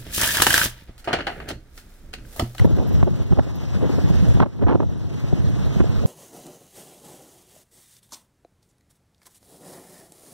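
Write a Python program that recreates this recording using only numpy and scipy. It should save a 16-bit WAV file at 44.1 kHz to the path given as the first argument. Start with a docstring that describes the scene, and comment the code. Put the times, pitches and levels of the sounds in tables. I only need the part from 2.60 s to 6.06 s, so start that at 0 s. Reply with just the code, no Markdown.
"""Gusty wind tumbles over the two capsules of a camera microphone in a yard: rumble, thumps and rough buffets.
The wind is shaped noise and noise bursts, unrelated in each capsule. Turbine and trees add a flickering airy
hiss over a fuzzy low hum; turbine blade tips whistle thinly at each pass, as narrow noise bands, and slow down.
The camera widens its stereo by subtracting each capsule, slightly delayed, from the other."""
import sys
import numpy as np
from scipy import signal
from scipy.fft import rfft, irfft, next_fast_len
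from scipy.io import wavfile
from scipy.ndimage import uniform_filter1d

SR = 44100
rng = np.random.default_rng(int(sys.argv[2]) if len(sys.argv) > 2 else 0)


def master(y):
    """Save y as 16-bit WAV."""
    cut = np.clip(np.atleast_2d(y).T, -1, 1)
    pcm = np.round(cut * 32767)  # scale
    wavfile.write(sys.argv[1], SR, pcm.astype(np.int16))


def linear_from_db(decibels):
    """Turn decibels (scalar or array-like) into linear amplitude factors; 0 gives 1."""
    return 10 ** (np.asarray(decibels, float) / 20)


N = 152586


def evened(x):
    """Scales each row to rms 1."""
    return x / np.sqrt(np.mean(x ** 2, -1, keepdims=True) + 1e-20)


def read(points, hz):
    """Reads a spectrum on a log-frequency axis."""
    f, value = np.transpose(points)
    return np.interp(np.log(hz + 1), np.log(f + 1), value)


def curve(table, column):
    """One column of a time table at every sample."""
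    table = np.array(table)
    return np.interp(np.arange(N) / SR, table[:, 0], table[:, column])


def coloured(points, count, size):
    """Rows of noise with the given spectrum, each of rms 1."""
    spectrum = rfft(rng.standard_normal((count, size)))
    hz = np.fft.rfftfreq(size, 1 / SR)
    return evened(irfft(spectrum * linear_from_db(read(points, hz)), size))


def smoothed_noise(shape, span):
    """Noise averaged twice over span samples, scaled to rms 1 per row."""
    once = uniform_filter1d(rng.standard_normal(shape), span)
    return evened(uniform_filter1d(once, span))


def fuzzy_tone(hz, pole_width_hz, channels):
    """Noise squeezed by three equal poles into a narrow band that follows the curve hz."""
    slow = rng.standard_normal((channels, N)) + 1j * rng.standard_normal((channels, N))
    r = np.exp(-np.pi * pole_width_hz / SR)
    for _ in range(3):
        slow = signal.lfilter([1 - r], [1, -r], slow)
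    carrier = np.exp(2j * np.pi * np.cumsum(hz) / SR)
    return evened((slow * carrier).real)


# airy hiss of turbine and trees, rms within 3-7 kHz; hum and tips ride on it: [start_s, level_db]
HISS_LEVEL = [(0, -49.5), (.045, -49.5), (.07, -55), (.41, -51), (.45, -56.5), (.9, -54.5), (1.2, -51.5),
              (1.55, -48), (1.78, -49.5), (1.85, -64), (2.2, -61.5), (2.5, -56.5), (2.8, -52.5),
              (3.19, -49), (3.23, -52.5), (3.46, -51)]
# hiss spectrum: [pitch_hz, level_db]
HISS_SPECTRUM = [(200, 22.5), (700, 12), (1200, 8), (2000, 4.5), (3500, 1), (6600, -4.5), (7800, -13),
                 (11000, -17), (15500, -16.5)]
HISS_PATCH_DB, HISS_FLICKER_DB = 1.5, 1.3  # rms


def hiss():
    """Broad noise with patches drifting over time and pitch, and a flicker shared by all pitches."""
    noise = coloured(HISS_SPECTRUM, count=2, size=N + 512)
    hz, t, z = signal.stft(noise, SR, nperseg=512, noverlap=384)
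    patches = uniform_filter1d(rng.standard_normal(z.shape[1:]), size=8, axis=0)
    patches = uniform_filter1d(patches, size=16, axis=1)
    flicker = uniform_filter1d(rng.standard_normal(len(t)), size=8)
    z = z * linear_from_db(HISS_PATCH_DB * evened(patches) + HISS_FLICKER_DB * evened(flicker))
    band = (hz > 3000) & (hz < 7000)
    band_share = np.sqrt((abs(z[:, band]) ** 2).sum() / (abs(z) ** 2).sum())
    airy = evened(signal.istft(z, nperseg=512, noverlap=384)[1][:, :N])
    return linear_from_db(curve(HISS_LEVEL, column=1)) * airy / band_share


HUM_HZ, HUM_POLE_WIDTH_HZ, HUM_OVER_HISS_DB = 128.4, 34, 20.5


def hum():
    """Fuzzy low hum, alike in both capsules, swelling with the hiss."""
    tone = fuzzy_tone(np.full(N, HUM_HZ), HUM_POLE_WIDTH_HZ, channels=1)
    return tone * linear_from_db(curve(HISS_LEVEL, column=1) + HUM_OVER_HISS_DB)


# first flash of every fifth blade pass, before jitter: [start_s]
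FIFTH_PASS_TIMES = [-.23, .05, .329, .619, .9, 1.182, 1.485, 1.803, 2.163, 2.531, 2.895, 3.283, 3.66]
# tip whistles, mid pitch and level over the hiss, before spreads:
# [start_s, upper_pitch_hz, upper_level_db, lower_pitch_hz, lower_level_db]
TIP_WHISTLES = [(0, 13900, -3, 11700, -2.5), (.35, 14100, 2, 12000, -10), (.45, 14500, -7, 11500, -7),
                (.9, 14300, -9, 11800, -7), (.97, 14000, 5, 12400, -15), (1.1, 14000, -12, 12400, -17),
                (1.5, 12700, -8, 11000, -16), (1.75, 12400, -8, 10000, -10),
                (2.6, 13400, -11.5, 9900, -9.5), (3.46, 12700, -9, 10100, -14)]
TIP_POLE_WIDTH_HZ, TIP_LEFT_DB = 1350, -17
TIP_ARCH, PASS_PITCH_SPREAD = .11, .04  # fractions of pitch
PASS_SPREAD_DB, PASS_JITTER_PASSES = 3.5, .08  # rms
FLASH_OFFSET_PASSES, FLASH_WIDTH_PASSES = .11, .05  # flash to mid-pass; bell sigma


def blade_tips():
    """Two thin whistles; each pass flashes twice, rising as the tip nears and falling as it leaves."""
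    count = np.arange(len(FIFTH_PASS_TIMES)) * 5
    passes = np.interp(np.arange(N) / SR, FIFTH_PASS_TIMES, count) - FLASH_OFFSET_PASSES
    nearest = np.round(passes).astype(int)
    out = np.zeros((2, N))
    for column in (1, 3):
        near, leave, pitch, late = rng.standard_normal(size=(80, 4))[nearest].T
        away = passes - nearest - PASS_JITTER_PASSES * late
        off = abs(away) - FLASH_OFFSET_PASSES
        flash = np.exp(-.5 * (off / FLASH_WIDTH_PASSES) ** 2)
        flare = linear_from_db(PASS_SPREAD_DB * np.where(away < 0, near, leave)) * flash
        bend = 1 + PASS_PITCH_SPREAD * pitch - TIP_ARCH * np.sin(2 * np.pi * off)
        whistle = fuzzy_tone(curve(TIP_WHISTLES, column) * bend, TIP_POLE_WIDTH_HZ, channels=2)
        out += whistle * flare * linear_from_db(curve(TIP_WHISTLES, column + 1))
    return out * linear_from_db(curve(HISS_LEVEL, column=1)) * linear_from_db([[TIP_LEFT_DB], [0]])


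def lumps(seconds):
    """Slow random drift for each capsule, rms 1 before its peaks are capped at 1.5."""
    span = max(round(seconds * SR), 2)
    return np.minimum(smoothed_noise((2, N), span), 1.5)


# turbulence bed, before lumps and dip:
# [start_s, left_rumble_db, left_flutter_db, right_rumble_db, right_flutter_db]
WIND_LEVELS = [(0.02, -16, -30.5, -21.5, -52), (0.22, -20.5, -32, -30, -28.5),
               (0.42, -15.5, -50, -20.5, -38), (0.62, -26.5, -45, -41, -40.5), (0.82, -29, -44, -33, -38),
               (1.03, -25, -55, -29.5, -42.5), (1.23, -18.5, -27, -29, -40), (1.43, -25, -35, -17.5, -36.5),
               (1.63, -26.5, -34.5, -18.5, -37.5), (1.83, -12, -40, -28, -23), (2.03, -21.5, -29, -15, -42),
               (2.23, -25.5, -62, -23, -35.5), (2.43, -24.5, -35.5, -30, -52), (2.64, -25, -40, -26, -60),
               (2.84, -29, -35, -19.5, -41.5), (3.04, -22.5, -39, -20, -39), (3.24, -34, -36, -22.5, -43),
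               (3.44, -31, -50, -13.5, -29.5)]
# spectrum of rumble and thumps: [pitch_hz, level_db]
RUMBLE_SPECTRUM = [(20, -37), (35, -12), (55, 4.5), (100, 5.5), (150, 2), (250, -9), (400, -21), (800, -42),
                   (3000, -140)]
# flutter spectrum: [pitch_hz, level_db]
FLUTTER_SPECTRUM = [(120, -11.5), (250, -0.5), (400, -7), (700, -15.5), (1200, -34.5), (2500, -58),
                    (8000, -120)]
RUMBLE_LUMPS_DB, RUMBLE_LUMP_S, FLUTTER_LUMPS_DB, FLUTTER_LUMP_S = 2.5, 0.025, 6.5, 0.012
DIP_S, DIP_SIGMA_S, DIP_DB = 1.919, 0.064, -19  # the level of the bed dips briefly


def turbulence():
    """Lumpy rumble and flutter, a separate stream in each capsule."""
    dip_db = DIP_DB * np.exp(-.5 * ((np.arange(N) / SR - DIP_S) / DIP_SIGMA_S) ** 2)
    rumble_db = np.array([curve(WIND_LEVELS, column=1), curve(WIND_LEVELS, column=3)])
    rumble_db = rumble_db + RUMBLE_LUMPS_DB * lumps(RUMBLE_LUMP_S)
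    flutter_db = np.array([curve(WIND_LEVELS, column=2), curve(WIND_LEVELS, column=4)])
    flutter_db = flutter_db + FLUTTER_LUMPS_DB * lumps(FLUTTER_LUMP_S)
    rumble = coloured(RUMBLE_SPECTRUM, count=2, size=N)
    flutter = coloured(FLUTTER_SPECTRUM, count=2, size=N)
    return linear_from_db(dip_db) * (linear_from_db(rumble_db) * rumble + linear_from_db(flutter_db) * flutter)


def eddies(table, noise, spread, squareness):
    """Each eddy is a burst of pressure on one capsule, its energy set by level and length."""
    size = noise.shape[1]
    out = np.zeros((2, N + 2 * size))
    t = (np.arange(size) - size // 2) / SR
    for (centre_s, capsule, length_s, level_db, *_), row in zip(table, noise):
        bell = np.exp(-.5 * abs(t / (spread * length_s)) ** squareness)
        burst = bell * row
        start = round(centre_s * SR) + size // 2
        gain = linear_from_db(level_db) * np.linalg.norm(bell) / np.linalg.norm(burst)
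        out[round(capsule), start:start + size] += gain * burst
    return out[:, size:size + N]


# low thumps of large eddies, capsule 0 left 1 right: [centre_s, capsule, length_s, level_db]
THUMP_EDDIES = [(0.053, 1, 0.0087, -7.5), (0.197, 1, 0.024, -15), (0.34, 1, 0.056, -18),
                (0.434, 1, 0.016, -5.5), (0.613, 1, 0.029, -15), (0.714, 1, 0.013, -7),
                (0.728, 1, 0.02, -6.5), (0.796, 1, 0.054, -11.5), (1.174, 0, 0.015, -10.5),
                (1.379, 0, 0.096, -20.5), (1.508, 1, 0.022, -7.5), (1.634, 1, 0.036, -11),
                (1.704, 0, 0.083, -11.5), (1.758, 1, 0.024, -8), (1.824, 1, 0.05, -9.5),
                (2.09, 1, 0.037, -16), (2.152, 1, 0.042, -13), (2.738, 0, 0.016, -8),
                (2.859, 1, 0.042, -15), (3.172, 1, 0.016, -6.5), (3.209, 1, 0.061, -11),
                (3.377, 1, 0.041, -18), (3.455, 1, 0.009, -6.5)]
THUMP_SPREAD, THUMP_SQUARENESS = 0.29, 2.56  # bell width over length; steepness of its shoulders


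def thumps():
    """Large eddies press on a capsule as bursts of rumble."""
    noise = coloured(RUMBLE_SPECTRUM, count=len(THUMP_EDDIES), size=8192)
    return eddies(THUMP_EDDIES, noise, THUMP_SPREAD, THUMP_SQUARENESS)


# rough buffets of small eddies, capsule 0 left 1 right, edge level over body level:
# [centre_s, capsule, length_s, body_level_db, edge_over_body_db]
BUFFET_EDDIES = [(0.049, 1, 0.0098, -8, -19), (0.054, 0, 0.0085, -12, -28), (0.176, 0, 0.012, -25, -19),
                 (0.189, 1, 0.033, -22, -17), (0.315, 1, 0.026, -22.5, -16), (0.43, 1, 0.0053, -9.5, -10),
                 (0.477, 1, 0.026, -16.5, -18), (0.603, 1, 0.012, -25.5, -29),
                 (0.727, 1, 0.018, -17, -16.5), (0.777, 1, 0.021, -23, -12.5),
                 (0.794, 1, 0.015, -12, -11.5), (1.239, 0, 0.07, -18, -18), (1.298, 0, 0.017, -17.5, -14.5),
                 (1.339, 0, 0.0069, -17.5, -26), (1.386, 0, 0.028, -18.5, -19.5),
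                 (1.803, 1, 0.0096, -12, -2), (1.823, 1, 0.04, -17.5, -4), (1.864, 1, 0.016, -23.5, -12),
                 (2.03, 1, 0.034, -16, -16), (2.072, 1, 0.012, -13, -14.5), (2.093, 1, 0.034, -17, -5.5),
                 (2.121, 1, 0.055, -16, -10), (2.154, 1, 0.015, -9.5, -16), (2.204, 1, 0.016, -14.5, -12),
                 (2.23, 1, 0.036, -20.5, -14.5), (2.731, 0, 0.011, -16, -23.5), (1.993, 1, 0.013, -30, -11),
                 (3.204, 1, 0.012, -8, -17.5), (3.214, 1, 0.0063, -20, -9), (3.242, 1, 0.0066, -14.5, -25),
                 (3.433, 0, 0.015, -24, -38)]
# buffet body spectrum: [pitch_hz, level_db]
BODY_SPECTRUM = [(100, -25), (200, 8), (350, 6), (600, -2.5), (900, -15.5), (1500, -59), (8000, -120)]
# bright edge spectrum, before crackle: [pitch_hz, level_db]
EDGE_SPECTRUM = [(400, -25), (850, 6.5), (1400, -7), (2200, -14), (4000, -28), (7000, -45), (16000, -62)]
BUFFET_SPREAD, BUFFET_SQUARENESS = 0.26, 1.85  # bell width over length; steepness of its shoulders
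CRACKLE_DB, CRACKLE_S = 5.5, 0.0011  # rms swing; grain


def buffets():
    """Small eddies strike a capsule as a burst of body noise plus a crackling bright edge."""
    count = len(BUFFET_EDDIES)
    body_noise = coloured(BODY_SPECTRUM, count, size=8192)
    body = eddies(BUFFET_EDDIES, body_noise, BUFFET_SPREAD, BUFFET_SQUARENESS)
    bright = [(centre_s, capsule, length_s, body_db + edge_db)
              for centre_s, capsule, length_s, body_db, edge_db in BUFFET_EDDIES]
    edge_noise = coloured(EDGE_SPECTRUM, count, size=8192)
    grain = smoothed_noise(edge_noise.shape, max(round(CRACKLE_S * SR), 2))
    crackle = edge_noise * linear_from_db(CRACKLE_DB * grain)
    return body + eddies(bright, crackle, BUFFET_SPREAD, BUFFET_SQUARENESS)


def scene():
    """Pressure at the left and right capsule."""
    return hiss() + hum() + blade_tips() + turbulence() + thumps() + buffets()


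# cross-subtraction; the delay spans 0, 1, 2, .. whole cycles at successive rows: [pitch_hz, subtracted_db]
CROSS_FEED = [(0, -1.8), (2345, -2.2), (4650, -2), (6900, -1.8), (9200, -3), (11850, -5.5), (14300, -7.5),
              (16700, -5)]
# the left channel is a little duller: [pitch_hz, level_db]
LEFT_DULLING = [(8000, 0), (13000, -1.6)]
LOW_CUT_HZ, BAND_LIMIT_HZ, CEILING = 36, 15770, 1.02


def widen(z, hz):
    """Subtracts the other capsule's spectrum, delayed, from each; dulls the left."""
    at_hz, cross_db = np.transpose(CROSS_FEED)
    cycles = np.interp(hz, at_hz, np.arange(len(at_hz)))
    delayed = z[::-1] * np.exp(-2j * np.pi * cycles)
    wide = z - delayed * linear_from_db(np.interp(hz, at_hz, cross_db))
    wide[0] *= linear_from_db(read(LEFT_DULLING, hz))
    return wide


def soft_ceiling(x):
    """Bends peaks smoothly so that none passes CEILING."""
    x = x / CEILING
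    x8 = ((x * x) ** 2) ** 2
    return CEILING * x / np.sqrt(np.sqrt(np.sqrt(1 + x8)))


def band_limit(x):
    """A steep low-pass at the top of the band."""
    return signal.sosfilt(signal.butter(12, 16420, fs=SR, output="sos"), x)


def record(dry):
    """Camera: stereo widening, low cut, band limit, soft ceiling."""
    size = next_fast_len(N + 512)
    hz = np.fft.rfftfreq(size, 1 / SR)
    wide = widen(rfft(dry, size), hz)
    low_cut = 1 / np.sqrt(1 + (LOW_CUT_HZ / (hz + 1)) ** 8)
    mix = irfft(wide * (hz < BAND_LIMIT_HZ) * low_cut, size)[:, :N]
    return band_limit(soft_ceiling(mix))


dry = scene()
out = record(dry)
master(out)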